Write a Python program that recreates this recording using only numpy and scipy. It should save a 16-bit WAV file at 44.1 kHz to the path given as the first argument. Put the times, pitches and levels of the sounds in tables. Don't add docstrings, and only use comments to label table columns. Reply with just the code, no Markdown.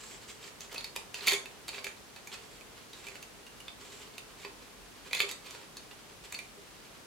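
import sys
import numpy as np
from scipy import signal
from scipy.fft import rfft, irfft
from scipy.io import wavfile
from scipy.ndimage import uniform_filter1d

SR = 44100
rng = np.random.default_rng(int(sys.argv[2]) if len(sys.argv) > 2 else 0)


def store_pcm(level_fs):
    pcm = np.round(np.clip(level_fs, -1, 1) * 32767).astype(np.int16)
    wavfile.write(sys.argv[1], SR, np.atleast_2d(pcm).T)


N = 311346

# (frequency [Hz], relative level [dB])
HUSH_SPECTRUM = [(15, -38), (30, -20), (44, 0), (62, -9), (115, -6), (240, -5.5), (340, -6.5), (425, -5.5),
                 (560, -9), (1000, -10.5), (2000, -13.5), (6500, -18), (11000, -22.5), (16000, -30.5)]
# (frequency [Hz], correlation [0-1])
HUSH_LIKENESS = [(40, 0.74), (110, 0.27), (300, 0.38), (800, 0.25), (3000, 0.033), (14000, 0.043)]
# (start [s], end [s], wood rasp [dB], string hiss [dB])
RUB_STROKES = [(0, 0.198, -60, -56.5), (0.209, 0.253, -57.5, -60), (0.268, 0.325, -54.5, -53.5),
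               (0.404, 0.498, -52.5, -57), (0.605, 0.662, -55, -58.5), (0.693, 0.827, -56, -65),
               (1.147, 1.202, -47, -57), (1.203, 1.293, -44, -60), (1.712, 1.803, -46, -57),
               (2.311, 2.364, -50, -61), (2.377, 2.618, -67, -67), (2.915, 3.207, -62.5, -64.5),
               (3.757, 4.074, -60, -61), (4.377, 4.473, -58, -65), (5.041, 5.095, -58, -69),
               (5.275, 5.336, -48, -54), (5.386, 5.668, -59.5, -69), (6.233, 6.264, -53, -60)]
# (frequency [Hz], relative level [dB])
RASP_SPECTRUM = [(150, -40), (410, 16), (600, -6.5), (1000, 7), (1600, 5), (2400, 7.5), (3000, 9),
                 (3600, 6.5), (4450, 7), (5300, 0), (9000, -7.5), (16000, -11)]
# (frequency [Hz], relative level [dB])
HISS_SPECTRUM = [(2000, -62), (5400, 6), (6500, 6.5), (7600, 16), (8700, 1), (11500, -20), (16000, -30)]
# (frequency [Hz], level [dB], t60 [s])
STICK_RESONANCES = [(2160, -39, 0.047), (2276, -21.5, 0.17), (2485, -6.5, 0.011), (2572, -8, 0.08),
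                    (2665, -26.5, 0.058), (3224, -13, 0.014), (3150, -49, .035), (3626, -5.5, 0.036),
                    (4183, -54, 0.051), (4440, -14, 0.086), (4750, -13, 0.033), (6350, -11, 0.019),
                    (7270, -21.5, 0.016), (6860, -10, 0.018)]
# (frequency [Hz], relative level [dB])
CONTACT_SPECTRUM = [(100, -31), (300, -15), (450, -5.5), (700, -10.5), (1000, -6.5), (1500, -10),
                    (2100, 4.5), (3000, -0.5), (4400, 2.5), (5500, -8.5), (7200, -6.5), (8600, -12),
                    (11000, -6.5), (16000, -9.5)]
PIECE_NOTES = [2070, 2250, 2580, 3270, 3630, 4210, 4440, 4680]
# (time [s], strength [dB], struck piece's note [Hz], note's ring [dB], brightness [dB])
WOOD_HITS = [(0.607, -25, 6320, 3.5, 8.5), (0.728, -31, 4380, -10, 13), (0.7452, -23, 4460, -8.5, 7.5),
             (0.7608, -29.5, 2600, 13, -1), (0.7806, -18.5, 4440, 3.5, 1), (0.8087, -26, 4350, 1, 3),
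             (0.8437, -18.5, 4470, 4, 4), (0.9623, -12, 2420, -4.5, 2.5), (1.1436, -18.5, 2650, 3.5, 5),
             (1.2712, -11, 4420, 2, 9), (1.276, -6, 2250, 5, -2), (1.2813, -5.5, 3530, 1.5, 8.5),
             (1.285, -7.5, 4440, 3.5, -18), (1.2967, -22, 4440, 10, 9), (1.3213, -11, 2300, -10, 2),
             (1.3328, -12.5, 3530, 5.5, 6), (1.4577, -24.5, 2606, 4, 2.5), (1.6816, -18.5, 4530, 3.5, 5.5),
             (1.6899, -16.5, 4300, -4.5, 2.5), (1.7329, -25, 2500, 2, -8), (1.7821, -20, 2290, -5, -18),
             (1.8439, -15.5, 2330, 0, 4), (1.868, -17, 2350, 1, 1.5), (2.1623, -25.5, 4420, -1.5, 1),
             (2.273, -27, 2360, 2, 9), (2.327, -28.5, 4300, 7, 0), (2.343, -31.5, 2510, 8.5, -6),
             (2.61, -33.5, 2520, 3, 4.5), (2.932, -28, 3840, 3, 4), (3.068, -24.5, 2366, 3, 4.5),
             (3.0852, -27, 2570, 4, 6), (3.1188, -32, 2160, -3, -6), (3.1554, -26.5, 2880, -3, 2),
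             (3.2268, -28.5, 2680, 5, 10), (3.4664, -35.5, 2820, 6.5, 8), (3.603, -32.5, 2880, 5.5, 9),
             (3.682, -20, 3580, 2, -7.5), (4.1811, -23.5, 2670, 4.5, 6), (4.449, -16.5, 2580, -4.5, -10),
             (5.1115, -23, 2380, -1, -2), (5.1316, -8.5, 2500, 0, -1.5), (5.1492, -13.5, 3480, 3, 4),
             (5.194, -22, 4350, 11, 7), (5.2036, -1.5, 2550, -3, -6), (5.219, -14, 3560, 4, 3),
             (5.2912, -23.5, 2640, 5, 8), (5.313, -22.5, 3830, 4, 12.5), (5.508, -26.5, 2260, 0, 7),
             (5.5495, -25, 2750, -9.5, -3), (5.7697, -25, 4400, 2, 6.5), (5.9119, -32, 2730, 4.5, 1),
             (6.3241, -21, 2335, -2, 8), (6.3445, -25, 2580, 9, 6), (6.348, -23, 4470, 9.5, -4),
             (6.3898, -23, 2355, 6.5, 5)]
# (start [s], end [s], strength [dB])
LIMB_CLATTERS = [(1.258, 1.352, -16.5), (5.128, 5.232, -23)]
# (time [s], level [dB])
BODY_HITS = [(1.324, -28), (1.752, -48.5), (1.847, -43), (2.335, -49), (3.068, -50), (3.118, -50),
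             (4.449, -40.5), (5.232, -34), (6.571, -44.5)]
# (frequency [Hz], level [dB], t60 [s])
BODY_RESONANCES = [(368, -7, .06), (400, 0, .07), (470, -8, .05), (545, -13, .04), (700, -17, .025),
                   (950, -17, .02)]
# (delay [s], left gain [x], right gain [x])
REFLECTIONS = [(.0007, 0.1, 0.027), (.0014, 0.037, 0.21), (.0040, 0.37, 0.47), (.0075, 0.13, 0.18),
               (0.0105, 0.3, 0.36), (0.0142, 0.19, 0.21)]
# (frequency [Hz], t60 [s])
ROOM_DECAY = [(250, 0.18), (700, 0.65), (2000, 0.27), (4500, 0.27), (9000, 0.34), (15000, 0.074)]
# (frequency [Hz], left over right [dB])
BALANCE = [(100, -2), (400, -0.5), (700, -1.5), (2400, -3.5), (4400, -1.5), (8000, 0.5), (15000, 1.5)]


def amp(db):
    return 10 ** (np.asarray(db) / 20)


def unit(x):
    return x / np.sqrt(np.mean(x ** 2) + 1e-20)


def curve(points, hz):
    point_hz, value = np.transpose(points)
    return np.interp(np.log(hz + 1), np.log(point_hz + 1), value)


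def add(mix, s, sound):
    part = mix[max(round(s * SR), 0):][:len(sound)]
    part += sound[:len(part)]


def equalise(x, points):
    return irfft(rfft(x) * amp(curve(points, np.fft.rfftfreq(N, 1 / SR))), N)


def pulse(points, size=1024):
    log_gain = np.log(amp(curve(points, abs(np.fft.fftfreq(size, 1 / SR)))))
    return np.fft.ifft(np.exp(np.conj(signal.hilbert(log_gain)))).real[:size // 2]


def ring(modes, t, uneven_db, detune):
    hz, db, t60 = np.transpose(modes)[:, :, None]
    share, pitch = rng.standard_normal((2, len(modes), 1))
    sines = np.sin(2 * np.pi * hz * (1 + detune * pitch) * t)
    return amp(db + uneven_db * share) * sines * np.exp(-np.log(1000) * t / t60)


def hush(level_db=-52.5):
    left, other = rfft(rng.standard_normal((2, N)))
    likeness = curve(HUSH_LIKENESS, np.fft.rfftfreq(N, 1 / SR))
    right = likeness * left + np.sqrt(1 - likeness ** 2) * other
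    return amp(level_db) * unit(equalise(irfft([left, right], N), HUSH_SPECTRUM))


def rubs(slips_per_s=4500, slip_spread_db=2.8, ringing=0.044, fade_share=0.55, catch_db=2, idle_db=-66):
    t = np.arange(N) / SR
    rasp_level, hiss_level = np.zeros((2, N))
    for start, end, rasp_db, hiss_db in RUB_STROKES:
        inside = np.minimum(t - start if start > 0 else end, end - t) / (end - start)
        stroke = np.sin(np.pi / 2 * np.clip(2 * inside / fade_share, 0, 1)) ** 2
        rasp_level += amp(rasp_db - 1) * stroke
        hiss_level += amp(hiss_db - 2) * stroke
    sizes = amp(slip_spread_db * np.minimum(rng.exponential(1, N), 4)) * rng.choice([-1, 1], N)
    slips = unit(sizes * (rng.random(N) < slips_per_s / SR))
    sticks = ring(STICK_RESONANCES, np.arange(SR // 8) / SR, uneven_db=0, detune=0).sum(0)
    stick_ring = unit(signal.oaconvolve(slips, sticks)[:N])
    wood = unit(unit(equalise(slips, RASP_SPECTRUM)) + ringing * stick_ring)
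    string = unit(equalise(slips + rng.standard_normal(N), HISS_SPECTRUM))
    grip = uniform_filter1d(uniform_filter1d(rng.standard_normal(N), size=700), size=300)
    catch = amp(catch_db * unit(grip))
    return catch * ((rasp_level + amp(idle_db) * catch) * wood + hiss_level * string)


def rattle(spans, per_s, ring_db, bright_db, uneven_db=2, spread_db=0.5, ends_db=-5, count=32):
    hits = []
    for start, end, db in spans:
        times = start + (np.arange(count) + rng.random(count)) / per_s
        notes = rng.choice(PIECE_NOTES, count)
        for s, hz, (size, free, bright) in zip(times, notes, rng.standard_normal((count, 3))):
            if s < end:
                arch_db = ends_db * (2 * (s - start) / (end - start) - 1) ** 2
                hit_db = db + arch_db + uneven_db * size
                hits.append((s, hit_db, hz, ring_db + spread_db * free, bright_db + spread_db * bright))
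    return hits


def loose_joints(tick_over_rasp_db=20.5):
    bounces = rattle(LIMB_CLATTERS, per_s=200, ring_db=5, bright_db=3)
    jogs = [(start, end, rasp_db + tick_over_rasp_db) for start, end, rasp_db, _ in RUB_STROKES]
    ticks = rattle(jogs, per_s=30, ring_db=3, bright_db=-4.5)
    return knocks(bounces + ticks)


def knock_colour(db, note_hz, note_db, bright_db, favour_db=2.5, favour_octaves=0.21):
    clack_db = -1.03 * note_db - 0.32 * db
    air_db = -5.5 + 0.1 * db
    band_hz = np.array([2150, 2700, 3200, 3800, 4250, 4650])
    nearness = np.exp(-(np.log2(band_hz / note_hz) / favour_octaves) ** 2)
    band_db = 0.17 * bright_db * (band_hz > 3000) + favour_db * (nearness - 0.5)
    treble = [(6000, bright_db), (8500, bright_db), (14000, bright_db + air_db)]
    return pulse([(1500, clack_db), *zip(band_hz, band_db), *treble])


def knocks(hits, graze_db=-29, graze_s=0.0035, buzz_s=0.0015, note_t60=0.029, lead_samples=400):
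    out, t = np.zeros(N), np.arange(3072) / SR
    lead_s = lead_samples / SR
    contact = pulse(CONTACT_SPECTRUM)
    contact /= np.linalg.norm(contact)
    sides = (-1) ** np.arange(len(STICK_RESONANCES))
    for s, db, note_hz, note_db, bright_db in hits:
        swell = np.exp(-t[:lead_samples][::-1] / graze_s)
        graze = amp(graze_db) * rng.standard_normal(lead_samples) * swell
        scuff = np.exp(-t / (buzz_s * amp(-0.18 * db)))
        touch = (t == 0) + amp(-9 + 0.69 * bright_db) * rng.standard_normal(len(t)) * scuff
        click = signal.fftconvolve(np.concatenate([graze, touch / np.linalg.norm(touch)]), contact)
        sticks = sides @ ring(STICK_RESONANCES, t, uneven_db=1.5, detune=0.005)
        add(click, lead_s, amp(-21 + 0.85 * min(note_db, 0)) * sticks)
        knock = amp(2) * signal.fftconvolve(click, knock_colour(db, note_hz, note_db, bright_db))
        note = np.sin(2 * np.pi * note_hz * t) * np.exp(-np.log(1000) * t / note_t60)
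        add(knock, lead_s, amp(note_db) * note / np.linalg.norm(note))
        add(out, s - lead_s, amp(db) * knock)
    return out


def thuds(attack_s=0.0022, echo_s=0.0125, echo_db=-1, low_cut_hz=310):
    out, t = np.zeros(N), np.arange(SR // 4) / SR
    attack = 1 - np.exp(-t / attack_s)
    for s, db in BODY_HITS:
        blow = amp(db) * attack * ring(BODY_RESONANCES, t, uneven_db=0.7, detune=0.004).sum(0)
        add(out, s, blow)
        add(out, s + echo_s, amp(echo_db) * blow)
    return signal.sosfilt(signal.butter(4, low_cut_hz, "highpass", fs=SR, output="sos"), out)


def room(x, tail_db, echo_db, build_s=0.0024, likeness=0.047):
    t = np.arange(SR // 2) / SR
    shared, apart = rng.standard_normal(len(t)), rng.standard_normal((2, len(t)))
    noise = np.sqrt(likeness) * shared + np.sqrt(1 - likeness) * apart
    hz, age, bands = signal.stft(noise, SR, nperseg=256)
    decay = np.exp(-np.log(1000) * age / curve(ROOM_DECAY, hz)[:, None])
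    tail = signal.istft(bands * decay, SR)[1][:, :len(t)]
    tail *= 1 - np.exp(-t / build_s)
    response = amp(tail_db) * tail / np.linalg.norm(tail[0])
    response[:, 0] += 1
    for delay, *gains in REFLECTIONS:
        for ear, gain in zip(response, gains):
            add(ear, delay + rng.uniform(0, 0.00034), amp(echo_db) * gain * np.array([0.8, 0.3]))
    return signal.fftconvolve(x[None], response, axes=1)[:, :N]


def swing_in_room(x, tail_db, echo_db, count=3, turns_per_s=2.3):
    angle = 2 * np.pi * (turns_per_s * np.arange(N) / SR + np.arange(count)[:, None] / count)
    shares = np.maximum(np.cos(angle), 0) ** 4
    return sum(room(x * share, tail_db, echo_db) for share in shares / shares.sum(0))


def pan(pair, lag_s=1.1e-5):
    hz = np.fft.rfftfreq(N, 1 / SR)
    lean = amp(curve(BALANCE, hz) / 2)
    lag = np.exp(-2j * np.pi * hz * lag_s)
    return irfft(rfft(pair) * np.array([lean, lag / lean]), N)


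def scene():
    bed = hush()
    body = room(thuds(), tail_db=-8, echo_db=-9)
    sticks = swing_in_room(knocks(WOOD_HITS) + rubs() + loose_joints(), tail_db=-3, echo_db=-5.5)
    return pan(sticks + body) + bed


def record(dry):
    high_cut = signal.firwin(401, cutoff=15950, window=("kaiser", 8), fs=SR)
    return signal.oaconvolve(dry, high_cut[None], "same")


dry = scene()
out = record(dry)
store_pcm(out)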